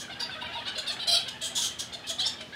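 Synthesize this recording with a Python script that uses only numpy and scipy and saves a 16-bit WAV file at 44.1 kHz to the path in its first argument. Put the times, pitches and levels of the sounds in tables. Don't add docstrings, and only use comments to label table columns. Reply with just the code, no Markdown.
import sys
import numpy as np
from scipy import signal
from scipy.fft import rfft, irfft, next_fast_len
from scipy.io import wavfile
from scipy.ndimage import uniform_filter1d

SR = 44100
rng = np.random.default_rng(int(sys.argv[2]) if len(sys.argv) > 2 else 0)


def ratio(d):
    e = np.asarray(d, float) / 20
    return 10 ** e


def log_audio(samples):
    frames = np.atleast_2d(samples).T
    limited = np.clip(frames, -1, 1)
    pcm = np.round(limited * 32767).astype(np.int16)
    wavfile.write(sys.argv[1], SR, pcm)


N = 112454
CALL_PAD = 200


def curve(table, hz):
    points = np.array(table, float)
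    return np.interp(np.log(np.maximum(hz, 1.)), np.log(points[:, 0]), points[:, 1])


def unit(x):
    return x / np.sqrt(np.mean(x ** 2) + 1e-20)


def colour(x, db_of):
    n = next_fast_len(len(x))
    hz = np.arange(n // 2 + 1) * SR / n
    return irfft(rfft(x, n) * ratio(db_of(hz)), n)[:len(x)]


def hump(hz, centre_hz, width_hz, db):
    return db * np.exp(-.5 * ((hz - centre_hz) / width_hz) ** 2)


def half_octave(f, hz):
    return -12 * (np.log2(np.maximum(f, 1.) / hz) / .5) ** 2


def wander(n, rate):
    k = max(int(SR / rate), 2)
    noise = rng.standard_normal(4608)
    smooth = uniform_filter1d(uniform_filter1d(noise, k), k)
    return smooth[:n] * np.sqrt(1.5 * k)


def add(out, s, x):
    i = int(s * SR)
    x = x[max(-i, 0):N - i]
    out[max(i, 0):max(i, 0) + len(x)] += x


def call(length, hz, rise, sag, attack_s, release_s, jitter, flutter_db, breath_db, count,
         top=0.4134, sub=0, bright=0):
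    t = np.arange(int(length * SR)) / SR
    n, u = len(t), t / length
    climb = rise * np.clip(1 - u / top, 0, 1) ** 2
    fall = sag * np.clip((u - top) / (1 - top), 0, 1) ** 2
    pitch = hz * (1 - climb - fall) * (1 + jitter * wander(n, 400))
    phase = 2 * np.pi * np.cumsum(pitch) / SR
    voice = 0
    for k in range(1, count + 1):
        audible = k * hz < .45 * SR
        voice = voice + np.cos(k * phase + k * k) * ratio(flutter_db * wander(n, 112)) * audible
    voice = voice * (1 + sub * np.cos(phase / 2)) * np.sqrt(4 * hz / SR)
    noise = rng.standard_normal(n)
    puff = (noise - bright * np.roll(noise, 1)) * (1 + .6 * np.cos(phase))
    edge = (np.clip(t / attack_s, 0, 1) * np.clip((length - t) / release_s, 0, 1)) ** 1.2
    x = (voice + ratio(breath_db) * puff) * edge * ratio(wander(n, 120))
    return np.pad(x, (CALL_PAD, CALL_PAD))


# freq_hz, level_db (per Hz)
AIR_SPECTRUM = [(25, -43), (45, -27), (65, 4.5), (250, 2.5), (400, 0), (2200, -10), (4500, -11.5),
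                (15500, -36)]
# freq_hz, level_db
FAN_TONES = [(118, -61), (182, -63), (243, -58)]
AIR_DB = -49.5


def air():
    t = np.arange(N) / SR

    def slow(rate):
        return np.interp(t, np.arange(100) / rate, rng.standard_normal(100))

    hiss = 0
    for hz in 30 * 2 ** np.arange(0, 9.5, .5):
        band = colour(rng.standard_normal(N), lambda f: curve(AIR_SPECTRUM, f) + half_octave(f, hz))
        hiss = hiss + band * ratio(0.41 * slow(4.3))
    fan = 0
    for hz, db in FAN_TONES:
        phase = 2 * np.pi * np.cumsum(hz * (1 + 0.012 * slow(21.74))) / SR
        fan = fan + ratio(db) * np.sin(phase) * ratio(0.48 * slow(7.8))
    return ratio(AIR_DB) * unit(hiss) + fan


# time_s, level_db
FAR_CHATTER = [(0, -48), (.4, -45.5), (1., -44.5), (1.4, -51), (2., -53), (2.3, -49), (2.55, -64.5)]


def colony():
    out, rows = np.zeros(N), rng.random((60, 3))
    for k, (when, pitch, size) in enumerate(rows):
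        x = call(.05, 480 + 420 * pitch, .25, .15, .015, .015, .015, 3.5, -5, count=6)
        add(out, (k + when) / len(rows) * N / SR - .03, unit(x) * ratio(3 * size))

    def distant(f):
        return hump(f, 700, 200, 7) + hump(f, 1600, 500, 12) + hump(f, 3300, 900, 13) - 2.4 * f / 1000

    time_s, level_db = np.array(FAR_CHATTER).T
    return unit(colour(out, distant)) * ratio(np.interp(np.arange(N) / SR, time_s, level_db))


# start_s, length_s, level_db, pitch_hz (top), upper_hz (resonance)
SCREECH_CALLS = [(-.03, 0.076, -41.5, 1663, 6000), (0.776, 0.022, -40.5, 1733, 6960),
                 (0.909, 0.047, -46, 1563, 6960), (1.279, 0.022, -40.5, 1672, 5600),
                 (1.429, 0.069, -36, 1626, 7400), (1.548, 0.082, -30.5, 1694, 6460),
                 (1.609, 0.082, -31.5, 1574, 6270), (1.784, 0.049, -35.5, 1606, 5860),
                 (2.062, 0.066, -39.5, 1667, 4700), (2.083, 0.048, -36, 1678, 6700),
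                 (1.414, 0.02, -39, 1625, 7400), (2.263, 0.028, -36, 1792, 6950),
                 (2.191, 0.046, -43.5, 1673, 7000), (0.198, 0.033, -47.5, 1700, 10800),
                 (0.67, 0.04, -53, 1630, 6350), (0.871, 0.039, -45.5, 1757, 9200),
                 (1.925, 0.041, -49.5, 1720, 6760)]
# freq_hz, gain_db
SCREECH_TRACT = [(1000, -14), (2500, -14.5), (3100, 3.5), (3700, 5.5), (5000, -5.5), (9500, -6),
                 (11500, -16.5), (15500, -21)]


def screeches():
    out = np.zeros(N)
    for s, length, db, hz, upper in SCREECH_CALLS:
        x = call(length, hz, 0.0545, 0.0646, 0.012, 0.028, 0.03, 1.3, 2, count=9)
        x = colour(x, lambda f: curve(SCREECH_TRACT, f) + hump(f, upper, 880, 8.3))
        add(out, s - CALL_PAD / SR, ratio(db) * unit(x))
    return out


# start_s, length_s,
# level_db, pitch_hz
HUM_CALLS = [(0.079, 0.013, -48, 1450), (0.094, 0.029, -51, 712), (0.216, 0.022, -44.5, 950),
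             (0.293, 0.012, -44.5, 1590), (.385, 0.021, -47, 1547), (.42, 0.02, -42, 965),
             (0.442, 0.015, -45, 1570), (0.531, 0.044, -75, 1560), (0.551, 0.042, -40, 948),
             (0.654, 0.084, -48.5, 1506), (0.765, 0.031, -50, 632), (.855, 0.034, -50, 1467),
             (0.895, 0.022, -49, 694), (1.071, 0.08, -42.5, 692), (1.132, 0.031, -39, 685),
             (1.142, 0.027, -45.5, 1423), (1.419, 0.054, -51.5, 664), (1.58, 0.022, -47.5, 956),
             (1.952, 0.021, -50, 682), (2.097, 0.036, -48, 670), (2.18, 0.066, -51.5, 751),
             (2.261, 0.019, -47.5, 885), (1.408, 0.031, -54, 1726), (2.523, 0.052, -46.5, 1696),
             (0.202, 0.047, -36.5, 4865), (0.203, 0.039, -57, 6870), (0.465, 0.017, -44, 2380),
             (0.092, 0.027, -50.5, 2163), (2.039, 0.024, -50, 2580), (2.524, 0.035, -56, 2170),
             (2.523, 0.04, -59, 4000), (0.579, 0.025, -49, 670), (2.398, 0.051, -53.5, 640),
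             (1.933, 0.0276, -49.5, 4330)]


def hums():
    out = np.zeros(N)
    for s, length, db, hz in HUM_CALLS:
        x = call(length, hz, 0.0903, 0.055, 0.0042, 0.013, 0.011, 2.3, -45.0, count=1)
        add(out, s - CALL_PAD / SR, ratio(db) * unit(x))
    return out


# freq_hz, gain_db
SQUAWK_TRACT = [(2400, -3.5), (3200, 4), (5300, -3), (6600, -11), (8300, -5.5), (10600, -8), (12000, -24.5),
                (15500, -17.5)]
EFFORT_THIN, EFFORT_TILT, EFFORT_BREATH = 0.72, 0.69, .2


def open_mouth(out, s, length, db, hz, mouth, attack, top, sub, dull_db=0):
    x = call(length, hz, rise=.24, sag=.12, attack_s=max(.013, attack * length), release_s=0.006,
             jitter=.008, flutter_db=2.2, breath_db=-10 + EFFORT_BREATH * (db + 45), count=20,
             top=top, sub=sub, bright=1)

    def tract(f):
        treble = EFFORT_TILT * (db + 30) * np.clip((f - 4800) / 1500, 0, 1)
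        dulling = dull_db * np.clip(f / 1500 - 6, 0, 1)
        thinning = EFFORT_THIN * max(db + 40.5, 0) * np.clip(3 - f / 900, 0, 1)
        return curve(SQUAWK_TRACT, f) + hump(f, mouth, 1010, 14.9) + treble + dulling - thinning

    add(out, s - CALL_PAD / SR, ratio(db) * unit(colour(x, tract)))


# start_s, length_s, level_db, pitch_hz (top), mouth_hz (resonance)
SQUAWK_CALLS = [(0.092, 0.055, -44.5, 733, 3400), (.192, 0.051, -36.5, 977, 4700),
                (0.297, 0.058, -42, 902, 3240), (0.407, 0.028, -40, 951, 3520),
                (0.439, 0.038, -43.5, 787, 3380), (0.521, 0.056, -40.5, 960, 3500),
                (0.57, 0.038, -42, 874, 3300), (0.746, 0.029, -39.5, 704, 3900),
                (0.772, 0.037, -35, 708, 4000), (0.861, 0.039, -34, 926, 4350),
                (.888, 0.032, -35, 880, 3960), (0.989, 0.056, -36, 798, 3770),
                (1.068, 0.0406, -25.5, 830, 4340), (1.105, .058, -24.5, 811, 4580),
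                (1.135, 0.046, -29, 679, 4060), (1.158, 0.03, -34, 839, 3350),
                (1.272, 0.0247, -39, 753, 3220), (1.405, 0.038, -38, 666, 3600),
                (1.919, 0.041, -41, 732, 3960), (1.96, 0.022, -64, 720, 3830),
                (2.032, 0.035, -48.5, 640, 2600), (2.262, 0.044, -40.5, 930, 4830),
                (2.21, 0.019, -34.5, 906, 4000), (2.223, 0.036, -55, 820, 3340),
                (2.38, 0.054, -46, 798, 3070)]


def squawks():
    out = np.zeros(N)
    for s, length, db, hz, mouth in SQUAWK_CALLS:
        open_mouth(out, s, length, db, hz, mouth, attack=.22, top=.4, sub=.15)
    return out


# start_s, level_db
CLAW_TICKS = [
    (2.407, -43),
    (.2, -46),
]


def ticks():
    out, t = np.zeros(N), np.arange(900) / SR
    for s, db in CLAW_TICKS:
        x = rng.standard_normal(len(t)) * np.exp(-t / .012) * np.clip(t / .003, 0, 1)
        x = colour(x, lambda f: hump(f, 3200, 2600, 15.6) - 20 * np.clip((f - 10000) / 1500, 0, 1))
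        add(out, s, ratio(db) * unit(x))
    return out


# start_s, length_s, level_db, pitch_hz (top),
# mouth_hz (resonance)
YELP_CALLS = [
    (.645, 0.061, -37, 760, 3800),
    (2.182, .027, -31.5, 2014, 3900),
    (2.19, 0.028, -32, 1645, 3500),
    (2.232, 0.026, -34, 1800, 3500),
    (2.248, 0.03, -29.5, 1840, 4750),
    (2.512, 0.042, -51, 572, 3480),
]


def yelps():
    out = np.zeros(N)
    for s, length, db, hz, mouth in YELP_CALLS:
        open_mouth(out, s, length, db, hz, mouth, attack=.45, top=.85, sub=.35, dull_db=-10)
    return out


# freq_hz, t60_s
WALL_T60 = [(300, 0.11), (1200, 0.48), (3000, 0.44), (4500, 0.21), (6500, 0.28), (12000, 0.22)]


def room(x):
    t, tail = np.arange(SR // 2) / SR, 0
    for hz in 125 * 2 ** np.arange(0, 7.5, .5):
        band = colour(rng.standard_normal(len(t)), lambda f: half_octave(f, hz))
        tail = tail + band * ratio(-60 * t / curve(WALL_T60, hz))
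    tail = tail * np.clip(t / 0.011, 0, 1)
    return signal.fftconvolve(x, tail / np.sqrt(np.sum(tail ** 2)))[:N]


ROOM_DB, SIDE_DB, SIDE_HZ = -5.5, -22, 8000


def scene():
    bats = colony() + screeches() + hums() + squawks() + ticks() + yelps()
    mid = bats + ratio(ROOM_DB) * room(bats) + air()

    def side_db(f):
        rising = 14 * np.log2(np.clip(f / SIDE_HZ, 1e-3, 1.5))
        floor = -6 - 14 * np.log2(np.maximum(f / 300, 1))
        return np.maximum(rising, floor)

    side = ratio(SIDE_DB) * colour(room(mid), side_db)
    return np.array([mid + side, mid - side])


# start_s, end_s, low_hz, high_hz
SILENT_PATCHES = [(1.09, 1.185, 6250, 7300), (.205, .255, 8150, 9000), (.242, .3, 7650, 8250),
                  (.65, .67, 7000, 8200), (.698, .72, 6800, 7500), (.77, .81, 5500, 5800),
                  (.868, .905, 6900, 7350), (.985, 1.005, 6900, 7400), (.96, .985, 5450, 5800),
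                  (1.05, 1.068, 5600, 7300), (1.22, 1.245, 6900, 7300), (2.175, 2.203, 6950, 7300),
                  (.425, .47, 6800, 7300), (.445, .465, 6200, 6800), (.555, .61, 6900, 7300),
                  (1.01, 1.045, 6200, 6550), (2.215, 2.245, 9900, 10400), (2.3, 2.325, 9900, 10400),
                  (2.255, 2.29, 11500, 12300), (2.185, 2.22, 11800, 13400), (2.245, 2.3, 13600, 15000)]


def empty_bands(x):
    f, t, z = signal.stft(x, SR, nperseg=512, noverlap=384)
    for start, end, low, high in SILENT_PATCHES:
        in_band = (f >= low) & (f <= high)
        in_time = (t >= start) & (t <= end)
        z = z * (1 - in_band[:, None] * in_time)
    return signal.istft(z, SR, nperseg=512, noverlap=384)[1][:, :N]


def band_limit(x):
    return signal.sosfilt(signal.butter(12, 15730, fs=SR, output="sos"), x)


def record(dry):
    x = empty_bands(dry)
    top_cut = signal.ellip(14, .2, 80, 15750, fs=SR, output="sos")
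    return band_limit(signal.sosfilt(top_cut, x))


dry = scene()
out = record(dry)
log_audio(out)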